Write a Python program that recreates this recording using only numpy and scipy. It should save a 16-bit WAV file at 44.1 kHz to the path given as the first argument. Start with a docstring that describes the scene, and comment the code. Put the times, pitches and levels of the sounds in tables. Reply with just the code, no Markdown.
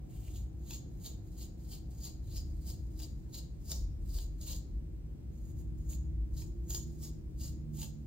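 """Close by in a small bare room, a wide-tooth plastic comb rakes a curly wig, heard on a stereo microphone.
From the start a building rumble and appliance hum lie behind it, and a faint far-off whirr fades.
Stroke after stroke, strands slip off the teeth: they hiss, rasp and ring the comb, and tangles snap.
After 4.5 s the hand nearly rests while a far engine and a faint whine come up; firm strokes then resume.
Noise, sparse impulses and sines make the sources; resonances, echoes and a short tail place them."""
import sys
import numpy as np
from scipy import signal
from scipy.fft import rfft, irfft, next_fast_len
from scipy.io import wavfile
from scipy.ndimage import uniform_filter1d, map_coordinates

SR = 44100
rng = np.random.default_rng(int(sys.argv[2]) if len(sys.argv) > 2 else 0)


def dump(signal):
    """Clip the signal to [-1, 1] and save it as 16-bit WAV at the path in sys.argv[1]."""
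    limited = np.clip(np.atleast_2d(signal).T, -1, 1)
    pcm = np.round(limited * 32767).astype(np.int16)
    wavfile.write(sys.argv[1], SR, pcm)


N = 355754  # samples, about 8.07 s

# Building rumble, spectrum: hz, relative level_db per Hz
RUMBLE_SPECTRUM = [(20, -38), (30, -12), (40, -2), (50, 4), (59, 7.5), (68, 9), (80, -6.5), (100, -4),
                   (130, -12.5), (200, -72.5)]
# Building rumble as it swells and sinks: time_s, level_db before the overall trim
RUMBLE_SWELL = [(0, -48.5), (.4, -37.5), (.8, -46.5), (1.7, -45.5), (2.15, -47), (2.33, -38), (3, -40),
                (3.3, -45.5), (3.65, -41.5), (3.86, -36.5), (4.1, -41), (4.7, -41), (5.15, -45),
                (6.2, -33.5), (6.7, -40.5), (7.15, -42.5), (7.42, -38.5), (8.07, -47)]
# Deepest rumble, spectrum: hz, relative level_db per Hz
DEEP_SPECTRUM = [(18, -42.5), (30, -8.5), (40, 13), (52, 7.5), (90, -62.5)]
# Deepest rumble in a few long swells: time_s, level_db before the left-right balance
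DEEP_SWELL = [(0, -57), (.4, -50.5), (1.7, -55.5), (2.55, -48), (3.6, -61), (3.86, -39), (4.75, -42.5),
              (5.1, -60.5), (6.15, -45), (6.7, -59.5)]
# Steady room air, spectrum: hz, relative level_db per Hz
AIR_SPECTRUM = [(40, -18), (100, 1), (150, 1.5), (200, -5), (260, -9.5), (340, -9), (420, -19), (520, -20),
                (750, -32), (1200, -39.5), (2500, -41.5), (4500, -47), (6000, -45.5), (7500, -55),
                (15000, -71.5)]
# Diffuse sound at the two ports: hz, left_right_likeness (1 alike, -1 opposite)
PORT_LIKENESS = [(60, 1), (125, 0.7), (300, 0.7), (550, -0.39), (1000, 0.22), (8000, -0.9)]
# Appliance hum, lower then upper tone: pitch_hz, mean level_db, left_minus_right_db
HUM_TONES = [(58.2, -51.5, 1), (316.2, -65, 7)]
# Upper hum tone waxing and waning: time_s, added level_db
UPPER_HUM_SWELL = [(0, 0.5), (3, 2), (3.7, -4.5), (4.55, 4.5), (4.9, -4.5), (6, 4), (7.55, 3), (8.07, -5)]
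# Far engine: time_s, second_order_db, third_order_db (before trim and left-right balance)
ENGINE_ORDERS = [(0, -95.5, -92.5), (5.2, -65.5, -73), (5.8, -51.5, -62), (6.2, -51, -67.5),
                 (6.6, -59, -68), (6.9, -50, -55), (7.3, -59, -65), (7.75, -44.5, -52.5),
                 (8.07, -53.5, -58)]
# Far engine's firing rate: time_s, mean rate_hz
ENGINE_FIRING = [(5.8, 76.66), (6.95, 77.1), (7.6, 76.35), (8.07, 72.95)]
# Faint whine that comes and goes: time_s, level_db
WHINE_LEVEL = [(5.1, -87), (5.5, -65), (5.95, -65.5), (6.25, -75), (6.55, -57), (7.0, -61.5), (7.3, -84),
               (7.7, -61), (8.07, -74.5)]
WHINE_HZ, WHINE_SAG_HZ_PER_S = 351, 4.8  # mean pitch at first, and its steady fall
# Faint, hollow far-off whirr: time_s, mean level_db
WHIRR_LEVEL = [(1.2, -75), (8.07, -90.5)]

# Strokes: teeth slide in lightly, then pull through the hair and come free.
# Columns: full_pull_s, rise_s, hold_s, pull_db, slide_in_lead_s, slide_in_db,
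# rasp_centre_hz, rasp_width_hz, relative rasp_db, relative comb_ring_db
COMB_STROKES = [(0.279, 0.23, 0.0018, -60.5, 0.17, -67.5, 2460, 1200, -2.5, -7),
                (0.36, 0.1, 0.015, -58.5, 0.0, -82, 3700, 1100, 1, 1.5),
                (0.725, 0.11, 0.021, -56, 0.024, -87, 4050, 2000, 4.5, 7),
                (1.06, 0.066, 0.011, -52.5, 0.15, -79, 4100, 900, 0.5, 0.5),
                (1.412, 0.1, 0.016, -56, 0.17, -75, 4560, 1500, 1.5, -1),
                (1.723, 0.071, 0.016, -54, 0.124, -71.5, 4700, 1390, 0.5, -4.5),
                (2.053, 0.089, 0.0079, -50.5, 0.14, -71, 4550, 800, 2, 1.5),
                (2.366, 0.11, 0.0075, -53.5, 0.12, -73.5, 4660, 800, 5, 0),
                (2.682, 0.069, 0.027, -52, 0.26, -75, 4880, 600, -1.5, -5.5),
                (3.006, 0.069, 0.027, -53, 0.21, -74.5, 4860, 1100, 0.5, -3.5),
                (3.352, 0.046, 0.029, -54.5, 0.17, -79, 4230, 750, 3.5, 1),
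                (3.701, 0.076, 0.058, -51, 0.05, -78, 5400, 603, 1.5, -4.5),
                (4.144, 0.11, 0.068, -53, 0.11, -81, 4540, 800, -1.5, -8),
                (4.41, 0.011, 0.021, -57, 0.017, -67.5, 4500, 1200, 0.5, -0.5),
                (4.484, 0.052, 0.049, -49, 0.0, -81, 4300, 1200, -1, -3),
                (5.453, 0.07, 0.05, -71, 0.12, -75, 4470, 2000, -16, 0.5),
                (5.577, 0.023, 0.012, -66, 0, -76, 3370, 2000, -22, 2.5),
                (5.899, 0.025, 0.02, -53.5, 0.11, -76, 3280, 3000, -13, 2),
                (6.383, 0.066, 0.025, -55, 0.019, -86, 5030, 1390, 1, 0),
                (6.706, 0.028, 0.067, -50, 0.072, -78, 5300, 1800, -3.5, 8),
                (7.026, 0.044, 0.025, -52, 0.15, -71, 5270, 1100, -2.5, -5),
                (7.409, 0.038, 0.049, -53, 0.11, -81.5, 4970, 1200, 0, -0.5),
                (7.794, 0.064, 0.041, -52, 0.04, -64.5, 5000, 4489, -5, 0.5)]
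RISE_DB = 21  # a pull grows by this much in its rise time
ENTER_DB_PER_S, RELEASE_DB_PER_S = 430, 270  # the teeth meet the hair; the last strands let go
REST_DB = -77.5  # hiss as the hair stirs under the other hand, before the hiss trim
# Hiss of slipping strands and tearing tangles: hz, relative level_db per Hz
STRAND_SPECTRUM = [(200, -3), (500, -3.5), (900, -10), (1400, -17), (2500, -18), (4000, -5.5), (6000, -4.5),
                   (8000, 2), (13000, 4), (15500, -3)]
# Resonances of the teeth, damped by the hair: pitch_hz, width_hz, relative level_db
TOOTH_MODES = [(2420, 240, -5), (2860, 58, 7), (3138, 73, 6), (3534, 150, 2.5), (4010, 380, 3.5),
               (4580, 540, -2), (5320, 700, -4)]
# Free ringing of the comb: pitch_hz, width_hz, relative level_db
COMB_MODES = [(6770, 130, -1.5), (6970, 56, -10), (12310, 350, -7.5)]
CATCH_PER_S, CATCH_DB = 150, -4  # single curls catching on a tooth; level relative to the finer slips
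RASP_CUT = 0.41  # the teeth radiate little below this share of the rasp's centre
WANDER_OCTAVES, WANDER_PER_S = 0.065, 16  # rasp pitch shifts as the hair rides up and down the teeth

# Tangles that snap free of a tooth: time_s, peak_db before the part levels, tooth_pitch_hz,
# pitch_spread_octaves (either way), knock_db (relative to the peak)
TANGLE_SNAPS = [(0.2802, -48.5, 2500, 0.17, 0), (0.358, -44.5, 3670, 0.39, -10),
                (0.7076, -31.5, 4110, 0.56, 1), (1.05, -44, 4500, 0.15, -1), (1.061, -32, 4180, 0.13, -2),
                (2.053, -36.5, 4450, 0.18, -4), (2.6998, -40, 4910, 0.37, 2), (2.991, -44, 4660, 0.26, -3),
                (2.9997, -40, 4100, 0.4, 5), (3.019, -37.5, 4100, 0.18, 0), (3.7167, -23, 4630, 0.26, -6.5),
                (3.7284, -35.5, 5340, 0.3, -3), (4.1854, -35, 3920, 0.34, 3), (4.412, -42, 4300, 0.33, -5),
                (4.5302, -35, 4430, 0.4, 0), (5.59, -56, 6100, 0.33, -6), (5.929, -46, 3070, 0.47, -5),
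                (6.4195, -43, 4100, 0.66, 7), (6.705, -31, 4100, 0.39, -1),
                (6.7469, -25.5, 4840, 0.093, -1), (6.7472, -31, 3160, 0.06, -12),
                (6.7776, -38, 6700, 0.11, -4), (7.816, -31.5, 4160, 0.57, -4), (7.8297, -34, 4210, 0.49, 4)]
TOOTH_GAP_S = 0.0005535  # between neighbouring teeth as a tangle tears
# Knock modes of the whole comb's spine: pitch_hz, width_hz, relative level_db
SPINE_MODES = [(903, 130, -4.5), (1650, 280, -11.5)]
# Light knocks of the spine against the hand: time_s, impulse level_db
SPINE_TAPS = [(3.2647, -28), (5.604, -29)]

# Decay of the small room: hz, time_to_fall_60_db_s
ROOM_DECAY = [(300, 0.41), (2000, 0.02), (3500, 0.38), (5200, 0.47), (7000, 0.34), (9000, 0.13),
              (15000, 0.06)]
# Strength of the diffuse tail: hz, room_over_direct_db
ROOM_LEVEL = [(500, 8), (2500, 2), (5000, -6), (7000, -3), (9000, -6.5), (10500, -43.5), (14500, -4)]
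# Door and wall just behind the head: span of their echoes, level, upper edge
NEAR_WALL_S, NEAR_WALL_DB, NEAR_WALL_HZ = 0.013, -3.5, 6540
SNAG_ROOM_DB = -2  # tangles let go at the outer edge of the hair, in plain sight, and so sound drier
# Balance of the microphone ports: hz, left_minus_right_db
PORT_BALANCE = [(2000, -0.5), (3000, 4), (4000, 0.5), (4850, 10.5), (6000, 0), (7200, -3), (10000, -2)]
# Phase of the direct sound: hz, left_port_lag_radians
PORT_LAG = [(2500, 0.1), (4400, 0.8), (5300, 2.1), (6200, 1.76), (8500, 2.05), (9900, 2.905), (11700, 3.23),
            (15700, 5.63)]
TOP_HZ = 15780  # the microphone's band limit

SIDES = np.array([[.5], [-.5]])  # shares a left-minus-right value between left and right


def amp(db):
    """Decibels to gain."""
    return 10 ** (np.asarray(db) / 20)


def unit(x):
    """Scale to rms 1."""
    return x / np.sqrt(np.mean(x ** 2) + 1e-20)


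def along(points, hz):
    """Read (Hz, value) points on a log frequency axis."""
    f, v = np.transpose(points)
    return np.interp(np.log(hz + 1), np.log(f + 1), v)


def curves(rows):
    """One value per sample for each column after the time."""
    s, *cols = np.transpose(rows)
    return [np.interp(np.arange(N) / SR, s, c) for c in cols]


def wobble(rate):
    """A smooth random curve with this many knots a second."""
    knots = rng.standard_normal(int(N * rate / SR) + 4)
    return map_coordinates(knots, [np.arange(N) * rate / SR])


def filtered(x, response):
    """Multiply the spectrum of x by a complex response of frequency."""
    size = next_fast_len(N + SR // 2, True)
    hz = np.fft.rfftfreq(size, 1 / SR)
    return irfft(rfft(x, size) * response(hz), size)[..., :N]


def ringing(x, modes):
    """Excite a set of parallel resonances with x."""
    def response(f):
        return sum(amp(db) * 1j * f * w / (c * c - f * f + 1j * f * w) for c, w, db in modes)
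    return filtered(x, response)


def tone(hz):
    """A sine of rms 1 that follows a pitch curve."""
    cycles = np.cumsum(hz) / SR + rng.random()
    return np.sqrt(2) * np.sin(2 * np.pi * cycles)


def wash(spectrum):
    """Diffuse stereo noise of rms 1, nearly alike at both ports in the deepest bass."""
    def response(hz):
        turn = np.arccos(np.clip(along(PORT_LIKENESS, hz), -1, 1)) / 2
        return amp(along(spectrum, hz)) * np.array([np.cos(turn), np.sin(turn)])
    mid, side = filtered(rng.standard_normal((2, N)), response)
    return unit(np.array([mid + side, mid - side]))


def rumble(db, pan_db):
    """The building's low rumble is shaped noise evened out, then swelled, with deeper swells beneath."""
    noise = wash(RUMBLE_SPECTRUM)
    power = uniform_filter1d(np.mean(noise ** 2, axis=0), size=SR // 8)
    even = noise / np.sqrt(np.abs(power))
    deep = amp(curves(DEEP_SWELL)[0]) * wash(DEEP_SPECTRUM)
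    return (amp(curves(RUMBLE_SWELL)[0] + db) * even + deep) * amp(pan_db * SIDES)


def room_air(level_db):
    """Steady air is diffuse shaped noise with a slight waver in level."""
    return amp(level_db + 0.2 * wobble(7.7)) * wash(AIR_SPECTRUM)


def appliance_hum():
    """Two sines waver in pitch and level; the upper one also waxes and wanes."""
    tones = []
    for hz, db, pan_db in HUM_TONES:
        level = amp(db + pan_db * SIDES + 1.2 * wobble(1.504))
        tones.append(level * tone(hz + 0.45 * wobble(3.97)))
    lower, upper = tones
    return lower + amp(curves(UPPER_HUM_SWELL)[0]) * upper


def far_engine(pan_db):
    """The far engine drones at twice and three times its wavering firing rate, stronger on the right."""
    firing_hz = curves(ENGINE_FIRING)[0] + 0.4 * wobble(7)
    drone = np.zeros(N)
    for order, db in enumerate(curves(ENGINE_ORDERS), 2):
        drone += amp(db - 0.5 + 1.1 * wobble(6.5)) * tone(order * firing_hz)
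    return drone * amp([[-pan_db], [pan_db]])


def whine():
    """A faint sine comes and goes as its slightly wavering pitch sinks."""
    elapsed = np.maximum(np.arange(N) / SR - WHINE_LEVEL[0][0], 0)
    hz = WHINE_HZ - WHINE_SAG_HZ_PER_S * elapsed
    return amp(curves(WHINE_LEVEL)[0]) * tone(hz + 1.1 * wobble(10))


def whirr(hz):
    """Independent noise at each port excites one resonance, hollow and far off."""
    hollow = unit(ringing(rng.standard_normal((2, N)), [(hz, 70, 0)]))
    return amp(curves(WHIRR_LEVEL)[0] + 0.59 * wobble(22.0)) * hollow


def background(air_db, whirr_hz, engine_pan_db):
    """Steady air, the hum, a far engine, and a faint whine and whirr add together."""
    return room_air(air_db) + appliance_hum() + far_engine(engine_pan_db) + whine() + whirr(whirr_hz)


def reflections(count):
    """The room answers one place of the comb with a few near echoes and a short diffuse tail."""
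    hz, t, z = signal.stft(rng.standard_normal((2, SR // 2)), SR, nperseg=256)
    decay = amp(-60 * t / along(ROOM_DECAY, hz)[:, None])
    energy = np.sum(decay ** 2, axis=1, keepdims=True) * t[1] * SR
    decay *= amp(along(ROOM_LEVEL, hz))[:, None] / np.sqrt(energy)
    tail = signal.istft(z * decay, SR, nperseg=256)[1]
    echoes = np.zeros_like(tail)
    delays = (rng.random((2, count)) * NEAR_WALL_S * SR).astype(int)
    signs = rng.choice([-1, 1], (2, count))
    np.put_along_axis(echoes, delays, signs / np.sqrt(count), axis=1)
    dull = signal.butter(6, NEAR_WALL_HZ, fs=SR, output='sos')
    return tail + amp(NEAR_WALL_DB) * signal.sosfilt(dull, echoes)


def room(x, to_walls):
    """Direct sound reaches the right port first; walls answer anew each stroke, as the comb moves."""
    pulls = np.array([row[0] for row in COMB_STROKES])
    edges = np.r_[0, (pulls[1:] + pulls[:-1]) / 2 * SR, N].astype(int)
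    walls = np.zeros((2, N + SR))
    for start, end in zip(edges, edges[1:]):
        answer = signal.fftconvolve(to_walls[None, start:end], reflections(count=14), axes=1)
        late = start + SR // 500  # the answer begins 2 ms after the direct sound
        walls[:, late:][:, :answer.shape[1]] += answer
    direct = filtered(x, lambda f: np.exp(-1j * SIDES * along(PORT_LAG, f)))
    return filtered(direct + walls[:, :N], lambda f: amp(SIDES * along(PORT_BALANCE, f)))


def taps():
    """Impulses ring the spine's modes as dull knocks, with no tearing hair."""
    knocks = np.zeros(N)
    for s, db in SPINE_TAPS:
        knocks[round(s * SR)] = amp(db)
    return ringing(knocks, SPINE_MODES)


def snags(crack_db, tooth_db, ring_db, knock_db, scatter, t60, tooth_t60, count):
    """A tangle tears with a crack; the teeth that held it spring back in turn and jolt the comb."""
    t = np.arange(SR // 20) / SR
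    tears, flicks, jolts, knocks = np.zeros((4, N + SR))
    for s, db, tooth_hz, spread, thud_db in TANGLE_SNAPS:
        at = round(s * SR)
        octaves = spread * rng.permutation(np.linspace(-1, 1, count))
        octaves += scatter * rng.standard_normal(count)
        hz = tooth_hz * 2 ** octaves[:, None]
        # time since each tooth sprang free
        free = np.maximum(t - TOOTH_GAP_S * np.arange(count)[:, None], 0)
        tears[at:][:len(t)] += amp(db - 60 * t / t60) * rng.choice([-1, 1], len(t))
        envelope = amp(db - 60 * free / tooth_t60) * (1 - np.exp(-free / 0.0011))
        flicks[at:][:len(t)] += np.sum(envelope * np.sin(2 * np.pi * hz * free), axis=0)
        jolts[at] = amp(db)
        knocks[at] = amp(db + thud_db)
    crack = amp(crack_db) * filtered(tears[:N], lambda hz: amp(along(STRAND_SPECTRUM, hz)))
    ring = amp(ring_db) * ringing(jolts[:N], COMB_MODES)
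    knock = amp(knock_db) * ringing(knocks[:N], SPINE_MODES)
    return crack + amp(tooth_db) * flicks[:N] + ring + knock


def drag(uneven_db):
    """Comb drag in dB: each stroke slides in lightly, builds to a pull, holds and lets go, unevenly."""
    t = np.arange(N) / SR
    power = np.full(N, 1e-12)  # keeps the logarithm finite
    for s, rise, hold, pull_db, lead, slide_db, *_ in COMB_STROKES:
        near = slice(max(int((s - .5) * SR), 0), int((s + .5) * SR))
        u = t[near] - s  # time from the full pull
        release = RELEASE_DB_PER_S * np.maximum(u - hold, 0)
        slide = slide_db + ENTER_DB_PER_S * np.minimum(u + lead, 0)
        pull = pull_db + RISE_DB * np.minimum(u, 0) / rise
        power[near] += amp(slide - release) ** 2 + amp(pull - release) ** 2
    return 10 * np.log10(power) + uneven_db * wobble(70)


def slips(rate, clump_db):
    """Single strands slip as tiny random impulses, their strength varying in clumps by clump_db."""
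    happen = rng.random(N) < rate / SR
    return unit(happen * rng.standard_normal(N) * amp(clump_db * wobble(300)))


def rasp(friction):
    """Gripped teeth ring in a band that glides with the depth at which the hair holds them."""
    out = np.zeros(N)
    pulls = np.r_[0, [row[0] * SR for row in COMB_STROKES], N].astype(int)
    *_, centre_hz, _, level_db, _ = curves(COMB_STROKES)
    wandering_hz = centre_hz * 2 ** (WANDER_OCTAVES * wobble(WANDER_PER_S))
    turn = np.exp(2j * np.pi * np.cumsum(wandering_hz) / SR)
    # each stroke's band fades in from the stroke before and out to the one after
    shares = np.eye(len(COMB_STROKES))
    for stroke, share, start, end in zip(COMB_STROKES, shares, pulls, pulls[2:]):
        *_, hz, width_hz, _, _ = stroke
        near = np.arange(start, end)
        # shift the gliding centre to zero, smooth to the band's width, and shift back
        pole = np.exp(-np.pi * abs(width_hz) / SR)
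        band = signal.lfilter([1], [1, -pole], friction[near] / turn[near]) * turn[near]
        low_cut = signal.butter(4, RASP_CUT * hz, 'high', fs=SR, output='sos')
        fade = np.interp(near, pulls[1:-1], share)
        out[near] += fade * unit(signal.sosfilt(low_cut, band.real))
    return amp(level_db) * out


def combing(hiss_db, rasp_db, ring_db, bite, ring_bite, firm_db):
    """Slipping strands hiss, make the teeth rasp and ring the comb; whole curls catch now and then."""
    drag_db = drag(uneven_db=1.93)
    free_db = curves(COMB_STROKES)[-1]
    catch_happens = rng.random(N) < CATCH_PER_S / SR
    catches = amp(CATCH_DB) * unit(catch_happens * rng.choice([-1, 1], N))
    fine = slips(rate=14000, clump_db=0.0) + amp(-7.5) * catches
    coarse = slips(rate=4000, clump_db=-0.8) + catches
    hiss = amp(hiss_db) * unit(filtered(fine, lambda hz: amp(along(STRAND_SPECTRUM, hz))))
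    # a light touch mostly hisses: the teeth bend, rasp and ring under a firm pull
    firmness_db = drag_db - firm_db
    ring = amp(ring_db + free_db + ring_bite * firmness_db) * unit(ringing(fine, COMB_MODES))
    teeth = amp(rasp_db + bite * firmness_db) * rasp(ringing(coarse, TOOTH_MODES))
    return np.hypot(amp(drag_db), amp(REST_DB)) * hiss + amp(drag_db) * (ring + teeth)


def scene():
    """The comb, close by in the room, sounds over the background."""
    low = rumble(db=-1.9, pan_db=0.9)
    behind = background(air_db=-50.0, whirr_hz=732, engine_pan_db=4.0)
    snaps = snags(crack_db=-9.5, tooth_db=-5.0, ring_db=23.0, knock_db=13.5,
                  scatter=0.055, t60=0.017, tooth_t60=0.0082, count=5)  # octaves, s, s, teeth
    snaps = snaps + taps()
    strokes = combing(hiss_db=0.02, rasp_db=-2.0, ring_db=-0.5, bite=0.42, ring_bite=0.19, firm_db=-44.5)
    comb = room(strokes + snaps, to_walls=strokes + amp(SNAG_ROOM_DB) * snaps)
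    return comb + low + behind


def record(dry):
    """The microphone keeps nothing above its band limit."""
    return filtered(dry, lambda hz: hz < TOP_HZ)


dry = scene()
out = record(dry)
dump(out)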